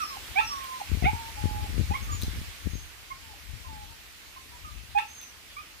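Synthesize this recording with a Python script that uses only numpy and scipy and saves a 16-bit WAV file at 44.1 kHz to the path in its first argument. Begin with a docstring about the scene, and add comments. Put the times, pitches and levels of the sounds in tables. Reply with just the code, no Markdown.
"""A hen lying on gravel in a yard yelps at once, over the hiss of leaves, with thin whines and yelps between.
Her full yelps are sums of partials that turn hoarse; her thin calls and a far bird's whistles are gliding lines.
Leaves are shaped random spectra; a foot scrapes a few stones, which tick, ring and spray grit.
Wind buffets both ports of a phone with low noise bands and pops in the left one by jabs of air."""
import sys
import numpy as np
from scipy import signal
from scipy.fft import rfft, irfft
from scipy.io import wavfile
from scipy.ndimage import uniform_filter1d

SR = 44100
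rng = np.random.default_rng(int(sys.argv[2]) if len(sys.argv) > 2 else 0)


def pcm_store(signal):
    """Save signal as 16-bit PCM."""
    levels = np.round(np.clip(np.atleast_2d(signal), -1, 1) * 32767)
    wavfile.write(sys.argv[1], SR, levels.astype(np.int16).T)


N = 255780

# Levels of hen and bird are those of the source, before flutter, placing and echo.
# Yelp syllables: (start [s], length [s], first pitch [Hz], last pitch [Hz], lateness of the glide [exponent],
# peak level of the fundamental [dB], swell to the peak [dB], place of the peak [0-1, kept in .05-.95],
YELP_SYLLABLES = [(0.0, 0.047, 1329, 1161, 1.16, -27.5, 3, 0.76, 3, -30, .1, None),
                  (.35, 0.057, 748.5, 900, 1.38, -17, 17.5, 0.9, -1.5, -3, 0.36, -29),
                  (1.02, 0.034, 749, 626, 0.83, -32.5, 1, 0, -10, 17, 0.2, None),
                  (1.044, 0.063, 685, 894, 0.87, -18.5, 22.5, 0.46, 17.5, -53, 0.2, None),
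                  (1.902, 0.031, 804, 878, 1.5, -27.5, 13, 0.58, -27, -7, 0, None),
                  (1.932, 0.035, 902, 1109, 0.49, -28.5, 9, 0.8, 0, -1, 0.1, None),
                  (3.101, 0.032, 1055, 1092, 0.75, -33, 10, 0.65, -6, -9, 0.2, None),
                  (4.945, 0.053, 823, 934, 3.46, -17, 10.5, 0.57, -32, 8.5, 0.6, -39),
                  (5.563, 0.049, 1144, 1268, 0.96, -37, 2, 0.15, -7, -6, 0, None)]
# Filter of the throat on the overtones: (frequency [Hz], gain [dB])
THROAT_FILTER = [(1300, -17.5), (1700, -14), (2400, 0.5), (2900, -17), (3700, -20), (4600, -41)]
YELP_FALL_DB = 9.5  # lost between the peak and the end of a syllable
RASP_FROM, RASP_OVER = 0.584, 0.18  # shares of a syllable: onset of cracking, time to full hoarseness
# Some yelps crack up into a squeak:
FLIP_HZ, FLIP_JUMP_S, FLIP_S, FLIP_FALL_DB, FLIP_OPEN_DB = 1325, 0.0041, 0.037, 8, 2

# Leaf hiss, near the mean of both ports, before a 1.5 dB lift: (time [s], level [dB])
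LEAF_LEVEL = [(0.0, -43.5), (2.37, -45), (2.94, -49.5), (5.8, -51)]
# Shape of the hiss spectrum, relative: (frequency [Hz], density [dB per Hz])
LEAF_SPECTRUM = [(60, -47), (200, -5.5), (500, -12.5), (1000, -8.5), (2300, -4), (4500, -7.5),
                 (9000, -14.5), (12500, -14.5), (15500, -17.5)]
# Coherence of the hiss between ports: (frequency [Hz], left-right likeness [0-1])
LEAF_LIKENESS = [(150, 1), (1400, 0.0076)]
# Balance of the hiss: (frequency [Hz], left minus right [dB])
LEAF_BALANCE = [(200, 4), (700, 0), (2400, -6), (4400, -0.5), (8000, 0)]

# Slow swells and lulls of the wind's buffeting, as the mean of both ports: (time [s], level [dB])
BREEZE_LEVEL = [(0.0, -59.5), (.44, -49.5), (.87, -65.5), (1.2, -53), (1.3, -49), (1.6, -38), (2.0, -42.5),
                (2.1, -35.5), (2.34, -37.5), (2.42, -50), (2.58, -62), (3.4, -53), (3.8, -44.5),
                (4.08, -63.5), (4.55, -55.5), (4.8, -44.5), (5.07, -59), (5.8, -64)]
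# Short gusts on the same scale: (time of the peak [s], peak level [dB])
GUST_PEAKS = [(.32, -41.5), (0.934, -26.5), (1.053, -23.5), (1.14, -37), (1.459, -25), (1.589, -32),
              (1.79, -22.5), (1.899, -27), (2.349, -33), (2.49, -43.5), (2.671, -30.5), (2.752, -29.5),
              (3.539, -36), (4.76, -38)]
GUST_RISE_DB_PER_S, GUST_FALL_DB_PER_S = 340, 252
# Wind in the right port: (time [s], level [dB])
RIGHT_WIND_LEVEL = [(0, -68), (.9, -64), (1.0, -39), (1.25, -60), (1.55, -30), (1.65, -43), (2.0, -36.5),
                    (2.47, -38), (2.6, -62), (2.78, -64), (2.84, -49), (3.1, -70), (5.8, -68)]
# Wind pops in the left port: (time [s], peak of the push [dB])
LEFT_POPS = [(.918, -17.5), (0.947, -26), (.973, -24), (1.025, -17), (1.061, -16.5), (1.134, -22),
             (1.441, -17), (1.457, -13), (1.769, -28), (1.794, -21), (2.096, -33), (2.149, -28.5),
             (2.235, -20.5), (2.282, -21.5), (2.335, -29), (2.416, -28), (2.662, -29), (2.735, -28.5)]
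POP_S, RING_HZ, RING_S = 0.0015, 75, 0.011  # width of the push; pitch and decay of the ring that follows

# Far whistles: (start [s], length [s], first pitch [Hz], place of the bend [0-1], pitch at the bend [Hz],
# last pitch [Hz], level at the bend [dB])
BIRD_WHISTLES = [(0.006, 0.1, 5940, 0.3, 5360, 5220, -40.5), (0.41, 0.13, 6600, 0.48, 5490, 5530, -42.5),
                 (0.51, 0.072, 5500, 0.65, 5780, 5730, -47), (2.018, 0.059, 6460, 0.18, 6330, 6400, -48.5),
                 (2.1, .05, 6730, 0.63, 6940, 6900, -42), (2.144, 0.13, 6680, 0.43, 6210, 6230, -50.5),
                 (5.5, 0.029, 3500, 0.44, 3380, 3350, -49), (2.621, 0.23, 6600, 0.64, 6440, 6160, -54.5),
                 (5.045, 0.285, 6220, 0.4, 6430, 5810, -49.5)]
WHISTLE_SWELL_DB, WHISTLE_FALL_DB = 11, 10.5

# Whines and short, thin, nearly pure yelps: (start [s], length [s], first pitch [Hz], settled pitch [Hz],
# last pitch [Hz], first level [dB], last level [dB])
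HEN_THIN_CALLS = [(0.069, 0.091, 1255, 1140, 1024, -44, -35.5), (0.483, 0.31, 1245, 1102, 1016, -33.5, -39),
                  (1.122, 0.19, 939, 907, 907, -38, -44.5), (1.356, 0.32, 838, 846, 842, -37.5, -40.5),
                  (2.086, .055, 1207, 1240, 1170, -39, -40), (3.219, 0.11, 941, 930, 840, -62, -48),
                  (3.644, 0.037, 1042, 1040, 1017, -44.5, -47), (3.673, 0.19, 940, 838, 838, -46, -49),
                  (3.873, 0.07, 905, 905, 910, -53.5, -53), (4.361, 0.024, 1042, 1070, 1082, -43, -42.5),
                  (4.514, 0.062, 964, 955, 968, -57, -47), (4.644, 0.065, 1249, 1340, 1188, -41.5, -45)]
SETTLE_S = 0.0412  # time constant of the pitch
# Gulps, into which whines that run out drop: (time of the low point [s], pitch dropped from [Hz], level [dB])
HEN_GULPS = [(.172, 1030, -32.5), (.818, 1030, -26.5), (1.665, 824, -39.5), (3.34, 855, -46)]
GULP_HZ, DROP_S, DROP_UNDER_DB, GULP_RISE_S, GULP_S, GULP_FALL_DB = 807, 0.019, 13, 0.0072, 0.009, 38

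# Clicking stones: (time [s], ring amplitude in the left port before echo [dB], ring pitch [Hz])
STONE_CLICKS = [(.643, -33, 3240), (2.217, -30.5, 3700), (2.223, -25, 4050), (2.2345, -30, 4930),
                (5.2143, -37, 3570), (5.232, -39, 2630)]

# Reverberation of the yard: (frequency [Hz], time to fall 60 dB [s])
YARD_T60 = [(800, 0.25), (2500, 0.24), (6000, 0.24)]
# Gravel and walls return the mids and highs more strongly than the lows: (frequency [Hz], gain [dB])
YARD_GAIN = [(800, -5), (2500, 5.5)]
YELP_LEAD, THIN_LEAD = 21, 15  # samples by which the left port leads; the bird shares the first
EDGE_HZ = 15550  # upper band limit


def gain_of(db):
    """Logarithmic level: decibels to an amplitude ratio."""
    return 10 ** (np.asarray(db) / 20)


def evened(x):
    """Normalisation: scales a signal to rms 1."""
    return x / np.sqrt(np.mean(x ** 2) + 1e-20)


def read(points, hz):
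    """Spectral interpolation on a log-frequency axis."""
    f, value = np.transpose(points)
    return np.interp(np.log(hz + 1), np.log(f + 1), value)


def along(curve):
    """Envelope interpolation: a level curve at every sample."""
    return np.interp(np.arange(N) / SR, *np.transpose(curve))


def columns(rows):
    """Envelope interpolation: each column of timed rows at every sample of their span."""
    s, *rest = np.transpose(rows)
    t = np.arange(s[0], s[-1], 1 / SR)
    return [np.interp(t, s, c) for c in rest]


def add(mix, s, sound):
    """Superposition: mixes a sound in from time s."""
    part = mix[max(round(s * SR), 0):][:len(sound)]
    part += sound[:len(part)]


def wander(size, hz):
    """Low-pass noise: smooth chance of rms 1 that moves up to about hz times a second."""
    span = int(SR / hz)
    once = uniform_filter1d(rng.standard_normal(size), span)
    return evened(uniform_filter1d(once, span))


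def band(lo_hz, hi_hz):
    """Band-pass filtering: noise of rms 1 between two edges."""
    edges = signal.butter(2, [lo_hz, hi_hz], "bandpass", fs=SR, output="sos")
    return evened(signal.sosfilt(edges, rng.standard_normal(N)))


def yard(x):
    """Reverberation: sparse echoes of random sign, each band dying at its own speed."""
    taps = np.zeros((2, SR // 2))
    slots = np.arange(300, SR // 2 - 80, 80)
    at = slots + rng.integers(0, 80, (2, len(slots)))  # one echo per slot and port
    np.put_along_axis(taps, at, rng.choice([-1., 1.], at.shape), 1)
    hz, t, z = signal.stft(taps, SR, nperseg=256)
    decay = gain_of(-60 * t / read(YARD_T60, hz)[:, None])
    tail = signal.istft(z * decay, SR, nperseg=256)[1]
    tail = tail / np.linalg.norm(tail[0])
    size = tail.shape[1]
    shade = gain_of(read(YARD_GAIN, np.fft.rfftfreq(size, 1 / SR)))
    return signal.fftconvolve(x[None], irfft(rfft(tail) * shade, size), axes=1)[:, :N]


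def placed(x, left_db, wet_db, lead=YELP_LEAD):
    """Arrival-time and level difference: the left port hears first but weaker; the yard answers."""
    right = np.concatenate([np.zeros(lead), x[:-lead]])
    return np.array([gain_of(left_db) * x, right]) + gain_of(wet_db) * yard(x)


def yelp_shape(s, length, first_hz, last_hz, late, peak_db, swell_db, at,
               first_open_db, last_open_db, hoarse, flip_db):
    """Register break: pitch eases from first to last as the level swells and falls; a flip may follow."""
    u = np.linspace(0, 1, num=17)
    ease = np.sin(np.pi / 2 * u ** late) ** 2
    hz = first_hz + (last_hz - first_hz) * ease
    at = np.clip(at, .05, .95)
    swell = swell_db * (1 - u / at) ** 2
    fall = YELP_FALL_DB * ((u - at) / (1 - at)) ** 2
    level_db = peak_db - np.where(u < at, swell, fall)
    open_db = first_open_db + (last_open_db - first_open_db) * u
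    rough = np.clip(hoarse, 0, 1) * np.clip((u - RASP_FROM) / RASP_OVER, 0, 1)
    rows = list(zip(s + length * u, hz, level_db, open_db, rough))
    if flip_db is not None:
        flip = s + length + FLIP_JUMP_S
        rows += [(flip, FLIP_HZ, flip_db, FLIP_OPEN_DB, 0),
                 (flip + FLIP_S, FLIP_HZ, flip_db - FLIP_FALL_DB, FLIP_OPEN_DB, 0)]
    return rows


def yelp(rows):
    """Source and filter: partials pass the throat; cracking brings half-order lines, rasp and hiss."""
    hz, level_db, open_db, rough = columns(rows)
    size = len(hz)
    turn = 2 * np.pi * np.cumsum(hz * (1 + 0.048 * rough * wander(size, 260))) / SR
    shut = 1 - .5 * rough  # a cracking voice gapes, and the throat colours it less

    def partials(orders):
        """Harmonic synthesis: sums partials of the given orders, weighted by the throat."""
        return sum(gain_of(shut * read(THROAT_FILTER, k * hz)) * np.cos(k * turn + k * k) for k in orders)

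    tops = partials(range(2, 7))
    halves = partials(np.arange(1, 5) + .5)
    rasp = 1 + (.4 + rough) * wander(size, 300)  # the overtones always shimmer
    overtones = (1 - 0.66 * rough) * tops + 0.28 * rough * halves
    voice = np.cos(turn) + gain_of(open_db) * overtones * rasp
    # air escapes past slack folds
    air = np.diff(uniform_filter1d(rng.standard_normal(size + 1), size=3))
    voice += 0.25 * rough ** 2 * air
    return 2 ** .5 * gain_of(level_db) * voice * signal.windows.tukey(size, .25)


def leaves():
    """Coloured noise: random short-time spectra with drifting patches, partly coherent between ports."""
    frames, hz = N // 128 + 5, np.fft.rfftfreq(512, 1 / SR)
    a, b, c, d, patches = rng.standard_normal((frames, 257, 5)).T
    patches = evened(uniform_filter1d(uniform_filter1d(patches, 10, 0), 20, 1))
    flicker = evened(uniform_filter1d(rng.standard_normal(frames), 3))
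    same = np.clip(read(LEAF_LIKENESS, hz), -1, 1)[:, None]
    left = a + 1j * b
    right = same * left + np.sqrt(1 - same ** 2) * (c + 1j * d)
    lean = gain_of(read(LEAF_BALANCE, hz) / 2)[:, None]
    colour_db = read(LEAF_SPECTRUM, hz)[:, None] + 1.15 * patches + 0.067 * flicker
    z = np.array([left * lean, right / lean]) * gain_of(colour_db)
    hiss = evened(signal.istft(z, nperseg=512, noverlap=384)[1][:, :N])
    # unlike noise in two ports is stronger than its mean, hence the lift
    return gain_of(along(LEAF_LEVEL) + 1.5) * hiss


def blowing():
    """Level envelope: the breeze, or a gust where that is stronger."""
    t, level_db = np.arange(N) / SR, along(BREEZE_LEVEL)
    for s, db in GUST_PEAKS:
        drop_db = np.maximum(GUST_RISE_DB_PER_S * (s - t), GUST_FALL_DB_PER_S * (t - s))
        level_db = np.maximum(level_db, db - drop_db)
    return level_db


def push(t):
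    """Pressure pulse: a jab of air at t = 0 with a rounded tip, settling back around it."""
    u = (t / POP_S) ** 2
    return (1 - u) / (1 + u) ** 2


def buffet(level_db, lumpy_db, deep_db=0):
    """Turbulence: eddies boom deeper in gentle wind; harder wind carries relatively stronger small pops."""
    level_db = level_db + lumpy_db * wander(N, 25.6)
    hard = np.clip((level_db + 54.5) / 25, 0, 1)
    upper = band(54.7, 93) * (.5 + .5 * hard)
    deep = gain_of(deep_db + 2.0 - 4.5 * hard) * band(39.8, 85.3)
    boom = (upper + deep) / np.hypot(1, gain_of(deep_db))
    pushes = rng.standard_normal(N) * (rng.random(N) < 45 / SR)  # about 45 a second
    small = evened(signal.oaconvolve(pushes, push(np.arange(-.02, .02, 1 / SR)), "same"))
    return gain_of(level_db) * (boom + gain_of(-9 + 0.41 * (level_db + 25.5)) * small)


def wind():
    """Flow noise at an opening: the left port pops and booms; the right has gusts of its own."""
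    left = 2 * buffet(blowing(), 2.0)  # nearly all of the mean comes from this port
    for s, db in LEFT_POPS:
        add(left, s - .02, gain_of(db) * pop())
    return np.array([left, buffet(along(RIGHT_WIND_LEVEL), lumpy_db=4.5, deep_db=11.5)])


def tone(rows, flutter_db, flutter_hz, drift):
    """Frequency and amplitude modulation: a nearly pure line with fluttering level and drifting pitch."""
    hz, level_db = columns(rows)
    turn = 2 * np.pi * np.cumsum(hz * (1 + drift * wander(len(hz), 73.0))) / SR
    level_db = level_db + flutter_db * wander(len(hz), flutter_hz)
    return 2 ** .5 * gain_of(level_db) * np.cos(turn) * signal.windows.tukey(len(hz), .2)


def whistle_shape(s, length, first_hz, at, bend_hz, last_hz, db):
    """Frequency glide: two straight glides that meet at a bend, loudest there."""
    return [(s, first_hz, db - WHISTLE_SWELL_DB), (s + at * length, bend_hz, db),
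            (s + length, last_hz, db - WHISTLE_FALL_DB)]


def far_bird():
    """Pure-tone whistling: bent glides with a quick flutter, answered by the yard."""
    bird = np.zeros(N)
    for row in BIRD_WHISTLES:
        add(bird, row[0], tone(whistle_shape(*row), flutter_db=4.5, flutter_hz=110, drift=.005))
    return placed(bird, left_db=-3, wet_db=-7)


def thin_call_shape(s, length, first_hz, settled_hz, last_hz, first_db, last_db):
    """Exponential relaxation: pitch settles quickly while it moves in a straight line to its end."""
    u = np.linspace(0, 1, num=17)
    line_hz = settled_hz + (last_hz - settled_hz) * u
    hz = line_hz + (first_hz - settled_hz) * np.exp(-u * length / SETTLE_S)
    return list(zip(s + length * u, hz, first_db + (last_db - first_db) * u))


def gulp_shape(s, from_hz, db):
    """Downward glide: a drop that lands on a short low note."""
    return [(s - DROP_S, from_hz, db - DROP_UNDER_DB), (s - GULP_RISE_S, GULP_HZ, db - DROP_UNDER_DB),
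            (s, GULP_HZ, db), (s + GULP_S, GULP_HZ, db - GULP_FALL_DB)]


def hen():
    """Superposition of two voicings: rich yelps, and nearly pure whines, thin yelps and gulps."""
    yelps, thin = np.zeros((2, N))
    for row in YELP_SYLLABLES:
        add(yelps, row[0], yelp(yelp_shape(*row)))
    shapes = [thin_call_shape(*row) for row in HEN_THIN_CALLS] + [gulp_shape(*row) for row in HEN_GULPS]
    for rows in shapes:
        add(thin, rows[0][0], tone(rows, flutter_db=1.8, flutter_hz=40, drift=.004))
    return placed(yelps, -6.5, -10) + placed(thin, -4, -9, lead=THIN_LEAD)


def stones():
    """Impact: each click is a sharp tick with a short damped ring and a spray of grit."""
    out, t = np.zeros(N), np.arange(1500) / SR
    for s, db, hz in STONE_CLICKS:
        ring = np.sin(2 * np.pi * hz * t) * gain_of(-60 * t / .012)
        grit = signal.lfilter([1, -.6], 1, rng.standard_normal(len(t))) * gain_of(-60 * t / .007)
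        add(out, s, gain_of(db) * (ring + grit))
    return np.array([out, .6 * out]) + gain_of(-11) * yard(out)


def pop():
    """Pressure pulse: one eddy pushes or pulls, 20 ms in, and a low ring follows and dies away."""
    t = np.arange(-.02, .06, 1 / SR)
    ring = np.sin(2 * np.pi * RING_HZ * t) * np.exp(-t / RING_S) * (t > 0)
    return rng.choice([-1, 1]) * (push(t) - ring)


def scene():
    """Superposition: hen, leaves, wind, far bird and stones sum in two ports."""
    return hen() + leaves() + wind() + far_bird() + stones()


def record(dry):
    """Band limitation: a steep linear-phase low-pass."""
    lowpass = signal.firwin(1023, EDGE_HZ, window=("kaiser", 11), fs=SR)
    return signal.oaconvolve(dry, lowpass[None], "same")


dry = scene()
out = record(dry)
pcm_store(out)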